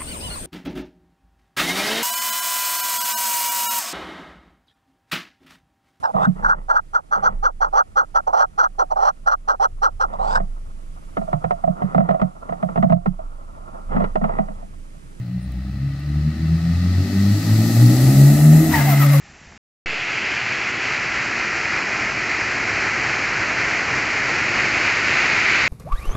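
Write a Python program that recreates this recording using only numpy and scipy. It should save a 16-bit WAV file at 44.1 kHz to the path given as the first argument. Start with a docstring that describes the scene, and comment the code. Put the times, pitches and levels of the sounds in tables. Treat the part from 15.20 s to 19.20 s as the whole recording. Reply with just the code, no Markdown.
"""The exhaust of a turbocharged four-cylinder car leads, heard from ahead as it accelerates up a residential street.
Wavering harmonics of the firing rate climb, swelling and fading among the houses, over rasp and engine clatter.
The turbo builds as coloured noise to a hiss, with a thin whistle of narrow noise above it.
The throttle lifts at 3.5 s and the compressor surges: four chuffs of noise bursts with falling hoots.
Quiet street air and a few high ticks lie close to the stereo microphone."""
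import sys
import numpy as np
from scipy import signal
from scipy.fft import rfft, irfft, next_fast_len
from scipy.io import wavfile
from scipy.ndimage import uniform_filter1d, minimum_filter1d, map_coordinates

SR = 44100
rng = np.random.default_rng(int(sys.argv[2]) if len(sys.argv) > 2 else 0)


def log_audio(samples):
    """Write samples as a 16-bit WAV file to the path given in sys.argv[1]."""
    # one column per channel
    frames = np.atleast_2d(samples).T
    # limit to full scale, then quantise
    limited = np.clip(frames, -1, 1)
    pcm = np.round(limited * 32767).astype(np.int16)
    wavfile.write(sys.argv[1], SR, pcm)


N = 176400
T = np.arange(N) / SR

# Firing rate of the engine as heard. Each row: time in seconds, rate in Hz.
FIRING_RATE = [(0, 59.86), (.41, 63.54), (1.07, 76.05), (1.5, 84.57), (2.1, 100.8), (2.54, 114.3),
               (2.75, 124.6), (2.96, 136.1), (3.31, 153.7), (3.45, 160.1), (3.54, 154.1), (3.62, 141.1),
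               (4, 143)]
# Firing note, its octave, twelfth and double octave. Each row: time in seconds, level in dB.
NOTE_LEVEL = [(0.05, -65), (0.18, -34.5), (0.35, -24.5), (0.56, -30.5), (0.78, -35), (0.97, -21),
              (1.16, -28.5), (1.3, -21.5), (1.48, -28.5), (1.54, -20), (1.8, -15.5), (1.9, -28.5),
              (1.94, -21), (2.13, -15.5), (2.23, -26), (2.33, -12.5), (2.45, -17.5), (2.5, -23),
              (2.64, -5.5), (2.78, -17.5), (2.88, -9), (2.93, -17.5), (3.02, -4.5), (3.18, -15),
              (3.23, -7.5), (3.36, -5.5), (3.45, -19), (3.56, -23.5), (3.6, -16), (3.72, -13.5),
              (3.99, -11.5)]
OCTAVE_LEVEL = [(0, -26.5), (.3, -36.5), (.39, -40), (.59, -27), (0.691, -21.5), (0.819, -30.5),
                (.89, -23.5), (1.08, -20.5), (1.16, -36.5), (1.25, -19.5), (1.341, -15), (1.4, -24),
                (1.51, -16), (1.58, -31), (1.65, -15.5), (1.75, -30.5), (1.91, -29.5), (1.98, -15),
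                (2.12, -19), (2.19, -57), (2.27, -23), (2.66, -22), (3.1, -25.5), (3.249, -22), (3.37, -30),
                (3.43, -16), (3.62, -29.5), (4, -31)]
TWELFTH_LEVEL = [(0, -40.5), (.17, -25.5), (.3, -36), (.52, -32.5), (.79, -50), (1.05, -28), (1.36, -43),
                 (1.6, -34), (2.5, -32), (3.5, -62)]
DOUBLE_OCTAVE_LEVEL = [(.45, -51.5), (.8, -40.5), (1.27, -38.5), (1.55, -56), (1.96, -37.5), (2.3, -62),
                       (3.2, -38), (3.6, -43)]
# Shared level of side tones and rasp, before their own trims. Each row: time in seconds, level in dB.
EXHAUST_LEVEL = [(0, -45), (.8, -42), (1.6, -35), (2.2, -30), (2.5, -25.5), (3.0, -21), (3.5, -23),
                 (4, -37.5)]
# Side tones of the uneven firing. Each row: multiple of the firing rate, relative level in dB.
SIDE_TONES = [(.5, -18), (1.5, 0), (1.75, -7), (2.25, -7.5), (2.5, 1), (2.75, -8), (4.5, -0.5)]
# Response of the exhaust pipe to the side tones. 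Each row: frequency in Hz, gain in dB.
PIPE_RESPONSE = [(40, -15), (75, 10), (310, -0.5), (440, -22.5), (640, -13)]
# Spectrum of the exhaust rasp. Each row: frequency in Hz, relative density in dB per Hz.
RASP_SPECTRUM = [(30, -52), (80, 2.5), (160, 5.5), (310, 8), (390, -8.5), (470, -12), (580, -2), (830, -4),
                 (1000, -29.5)]
# Engine bay clatter, then turbo hiss. Each row: time in seconds, level in dB.
CLATTER_LEVEL = [(0, -54), (.8, -46), (1.5, -40.5), (2.1, -37), (3.4, -33), (4, -33.5)]
HISS_LEVEL = [(.7, -72), (1.2, -60), (1.7, -52.5), (2.0, -43.5), (2.5, -33.5), (3.0, -30.5), (3.5, -31),
              (3.65, -33.5), (4, -36.5)]
# Spectra of clatter, hiss, chuffs and street air. Each row: frequency in Hz, relative density in dB per Hz.
CLATTER_SPECTRUM = [(300, -38), (460, -16), (620, -7.5), (830, -22), (1030, -6), (1330, 4), (1620, -8.5),
                    (1890, 3), (2130, -1.5), (2500, -3), (3000, -10), (3560, -9), (3890, -5.5), (4500, -4),
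                    (6000, -15.5), (9000, -20.5), (15000, -42)]
HISS_SPECTRUM = [(2500, -42), (4400, -10.5), (5700, -2), (7800, 3.5), (9200, -4), (13500, 3.5), (15500, -7)]
CHUFF_SPECTRUM = [(300, -21), (480, -9), (700, 3.5), (2060, -1), (2700, -2.5), (3100, -8.5), (5000, -7),
                  (12000, -14)]
STREET_SPECTRUM = [(25, -5.5), (100, 8.5), (450, -25), (2000, -23), (15000, -36.5)]
# Whistle of the turbo blades. Each row: time in seconds, pitch in Hz, level in dB.
BLADE_WHISTLE = [(2.45, 9400, -85), (2.63, 9800, -45), (2.77, 10200, -50), (2.83, 10550, -42),
                 (3.26, 11030, -39), (3.51, 11750, -40), (3.66, 11900, -85)]
# Compressor surges. Each row: peak in seconds, rise in seconds, fall in seconds, puff in dB, spit in dB.
SURGES = [(3.555, .034, .055, -25, -32), (3.705, .025, .034, -28, -29), (3.822, .02, .028, -29.5, -29),
          (3.94, .02, .025, -32, -32)]
# Hoots of the intake pipe. 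Each row: peak in seconds, half length in seconds, pitch at the peak in Hz,
# level in dB relative to the hoots' common trim.
PIPE_HOOTS = [(3.546, .009, 1925, -20), (3.559, .016, 900, -18), (3.587, .018, 1690, -28),
              (3.62, .011, 700, -24), (3.686, .013, 760, -23), (3.722, .014, 695, -19),
              (3.731, .011, 1310, -24), (3.82, .013, 1955, -29), (3.827, .016, 1275, -22),
              (3.858, .016, 585, -25), (3.938, .018, 570, -26), (3.942, .01, 1125, -28)]
# Air escaping between the surges. In order: peak in seconds, rise in seconds, fall in seconds.
BACKFLOW_SWELL = (3.575, .032, .42)
# Low thump as the throttle shuts. In order: peak in seconds, half length in seconds, pitch in Hz, level in dB.
THROTTLE_THUMP = (3.565, .035, 85, -24)
# Faint ticks and chirps near the microphone. Each row: peak in seconds, half length in seconds,
# pitch in Hz, level in dB.
NEARBY_TICKS = [(0.235, 0.016, 9250, -58), (0.321, 0.0014, 12600, -50), (0.8, 0.0045, 11500, -59)]
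# Likeness of the left and right noise. Each row: frequency in Hz, coherence from -1 to 1.
LEFT_RIGHT_LIKENESS = [(700, 0.82), (2200, .5), (4200, 0.33), (8000, -0.18), (13000, 0)]
# Lean of the car to the left. Each row: frequency in Hz, left over right in dB.
LEFT_LEAN = [(500, 1), (2400, 2.5), (4400, 3.5), (8000, 1.5), (14000, -0.5)]

RING_HZ, RING_WIDTH_HZ, RING_DB, BACKFLOW_DB = 2070, 190, -33.5, -31
SPIT_HZ, SPIT_SAG_HZ_PER_S, SPIT_WIDTH_HZ = 14700, 5500, 4800
HOOT_SAG_PER_S, HOOT_DB = 2.2, -2
HOOT_ROUGH = .12  # wavering share of the tone's power
FRAY_HZ, FRAY_WIDTH = 4600, .25  # pitch where fray is at full level; its width as a share of the pitch
ECHO_T60_S, ECHO_DB = 0.61, -4.5
WALL_SPREAD_S = .012
LEFT_LEAD_S = 2.8e-5
TOP_HZ, CEILING = 15720, .96


def amp(db):
    """Decibels to gain."""
    return 10 ** (np.asarray(db) / 20)


def unit(x):
    """Scale to rms 1."""
    return x / np.sqrt(np.mean(x ** 2) + 1e-20)


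def along(points, hz):
    """Read (Hz, value) points on a log frequency axis."""
    f, v = np.transpose(points)
    return np.interp(np.log(hz + 1), np.log(f + 1), v)


def curve(rows, axis=1):
    """One column of a time table, per sample."""
    rows = np.asarray(rows)
    return np.interp(T, rows[:, 0], rows[:, axis])


def wobble(rate):
    """A smooth random curve, rate knots a second."""
    return map_coordinates(rng.standard_normal(SR), [T * rate + 2], mode="mirror")


def filtered(x, response):
    """Apply a response of frequency to x."""
    m = next_fast_len(N + 8192)
    return irfft(rfft(x, m) * response(np.fft.rfftfreq(m, 1 / SR)), m)[..., :N]


def rush(spectrum):
    """Coloured stereo noise of rms 1, most alike between the ears in the bass."""
    def mid_side(hz):
        turn = np.arccos(np.clip(along(LEFT_RIGHT_LIKENESS, hz), -1, 1)) / 2
        return amp(along(spectrum, hz)) * [np.cos(turn), np.sin(turn)]

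    mid, side = filtered(rng.standard_normal((2, N)), mid_side)
    return unit(np.array([mid + side, mid - side]))


def phase_of(hz):
    """Running phase of a moving pitch."""
    return 2 * np.pi * np.cumsum(hz) / SR


def swell(s, rise, fall):
    """A bell-shaped envelope that peaks at s."""
    distance = (T - s) / np.where(T < s, rise, fall)
    return np.exp(-.5 * np.minimum(distance ** 2, 100))


def fuzzy(phase, rough, rate):
    """A tone of rms near 1 whose size and phase waver."""
    rough = np.clip(rough, 0, 1)
    steady = np.sqrt(2 - 2 * rough) * np.sin(phase)
    wavering = wobble(rate) * np.sin(phase) + wobble(rate) * np.cos(phase)
    return steady + np.sqrt(rough) * wavering


def walls(x, wall_db):
    """Weak early copies off the road and garden walls comb the noise."""
    taps = rng.standard_normal((24, 2))
    delays = rng.uniform(0, WALL_SPREAD_S, 24)
    answer = np.zeros((SR // 20, 2))
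    places = np.clip((delays * SR).astype(int), 1, len(answer) - 1)
    shared_and_own = taps[:, :1] + taps / 2
    answer[places] = amp(wall_db) * shared_and_own / np.linalg.norm(taps[:, 0])
    answer[0] = 1  # direct sound
    return unit(signal.fftconvolve(x, answer.T, axes=1)[:, :N])


def houses(x):
    """A short diffuse answer from the house fronts, different for each ear."""
    tail = rng.standard_normal((2, SR // 2)) * amp(-60 * T[:SR // 2] / ECHO_T60_S)
    return signal.fftconvolve(x[None], tail / np.linalg.norm(tail[0]), axes=1)[:, :N]


def exhaust(hz, phase):
    """Four firing harmonics, the higher the more wavering, side tones from unequal cylinders, and firing rasp."""
    levels = [NOTE_LEVEL, OCTAVE_LEVEL, TWELFTH_LEVEL, DOUBLE_OCTAVE_LEVEL]
    note = sum(amp(curve(level)) * fuzzy(k * phase, rough=0.032 * k ** 2, rate=30)
               for k, level in enumerate(levels, 1))
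    sides = sum(amp(db + along(PIPE_RESPONSE, k * hz)) * fuzzy(k * phase, rough=1, rate=20)
                for k, db in SIDE_TONES)
    firing_pulse = unit(1 + np.cos(phase + wobble(90) / 2) / 2)
    rasp = rush(RASP_SPECTRUM) * firing_pulse
    return note + amp(curve(EXHAUST_LEVEL)) * (amp(-4) * sides + amp(-2.5) * rasp)


def engine_bay(phase):
    """Clatter in the engine's fixed resonances, pulsing with the firings."""
    level = amp(curve(CLATTER_LEVEL) + 0.14 * wobble(23))
    firing_pulse = unit(1 + 0.13 * np.cos(phase))
    return level * firing_pulse * walls(rush(CLATTER_SPECTRUM), wall_db=-4)


def street():
    """Quiet outdoor air with a few high ticks and chirps; the shorter, the broader."""
    ticks = sum(amp(db) * swell(s, half, half) * fuzzy(2 * np.pi * hz * T, rough=1, rate=20 / half)
                for s, half, hz, db in NEARBY_TICKS)
    return amp(-45.0) * rush(STREET_SPECTRUM) + ticks


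def turbo():
    """Intake hiss grows with boost, with a lower whoosh while it spools up; the blades whistle above it."""
    hiss = amp(curve(HISS_LEVEL) + 0.35 * wobble(8.9)) * walls(rush(HISS_SPECTRUM), wall_db=-5)
    whoosh_spectrum = [(3000, -16.0), (4500, -5.5), (7000, -15), (12000, -33)]  # Hz, dB per Hz
    whoosh = amp(-34.5) * swell(2.83, 0.77, 0.28) * rush(whoosh_spectrum)
    blades = phase_of(curve(BLADE_WHISTLE))
    whistle = np.array([fuzzy(blades, rough=1, rate=260) for _ in range(2)])  # left and right
    return hiss + whoosh + amp(curve(BLADE_WHISTLE, axis=2)) * whistle


def hoot(s, half, hz, db):
    """A sagging pipe tone, frayed by a band of turbulence; the higher the hoot, the more it frays."""
    since_peak = np.clip(T - s, -half * 2, half * 2)
    phase = phase_of(hz * np.exp(-HOOT_SAG_PER_S * since_peak))
    fray = hz / FRAY_HZ * fuzzy(phase, rough=1, rate=FRAY_WIDTH * hz)
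    tone = fuzzy(phase, HOOT_ROUGH, rate=130) + fray
    return amp(db) * swell(s, half, half) * tone


def flutter():
    """Trapped air bursts back through the compressor: puffs, spits that sink as the turbo slows, sagging hoots."""
    puffs = sum(amp(db) * swell(s, rise, fall) for s, rise, fall, db, _ in SURGES)
    air = puffs * amp(1.5 * wobble(170)) * rush(CHUFF_SPECTRUM)
    since_first_surge = np.maximum(T - SURGES[0][0], 0)
    centre = phase_of(SPIT_HZ - SPIT_SAG_HZ_PER_S * since_first_surge)
    bands = np.array([fuzzy(centre, rough=1, rate=SPIT_WIDTH_HZ) for _ in range(3)])  # left, right, shared
    spits = sum(amp(db) * swell(s, rise, fall) for s, rise, fall, _, db in SURGES)
    spit = spits * (bands[2] + bands[:2] / np.pi)
    hoots = sum(hoot(*row) for row in PIPE_HOOTS)
    s, half, hz, db = THROTTLE_THUMP
    thump = amp(db) * swell(s, half, half) * fuzzy(2 * np.pi * hz * T, rough=0.21, rate=63)
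    return air + spit + thump + amp(HOOT_DB) * (hoots + amp(ECHO_DB) * houses(hoots))


def backflow():
    """Rough air keeps escaping between the surges and rings the intake."""
    bands = np.array([fuzzy(2 * np.pi * RING_HZ * T, rough=0.8, rate=RING_WIDTH_HZ) for _ in range(3)])
    ring = unit(bands[2] + bands[:2] / 2)  # shared, plus some of each ear's own
    air = amp(2.53 * wobble(120)) * rush(CHUFF_SPECTRUM)
    return swell(*BACKFLOW_SWELL) * (amp(RING_DB) * ring + amp(BACKFLOW_DB) * air)


def scene():
    """The car approaches; its treble mostly leans left and its sound reaches the left microphone just first."""
    hz = curve(FIRING_RATE)
    phase = phase_of(hz)
    car = exhaust(hz, phase) + engine_bay(phase) + turbo() + flutter() + backflow()

    def placement(f):
        # the phase lead stops growing above 2 kHz
        lead = np.exp(-2j * np.pi * LEFT_LEAD_S * np.outer([-.5, .5], np.minimum(f, 2000)))
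        return lead * amp(np.outer([.5, -.5], along(LEFT_LEAN, f)))

    return filtered(car, placement) + street()


def record(dry):
    """A limiter holds the loudest swells, then a band limit removes everything above it."""
    need = np.minimum(1, CEILING / (np.abs(dry).max(axis=0) + 1e-9))
    gain = uniform_filter1d(minimum_filter1d(need, size=1201), size=601)
    return filtered(dry * gain, lambda hz: hz < TOP_HZ)


dry = scene()
out = record(dry)
log_audio(out)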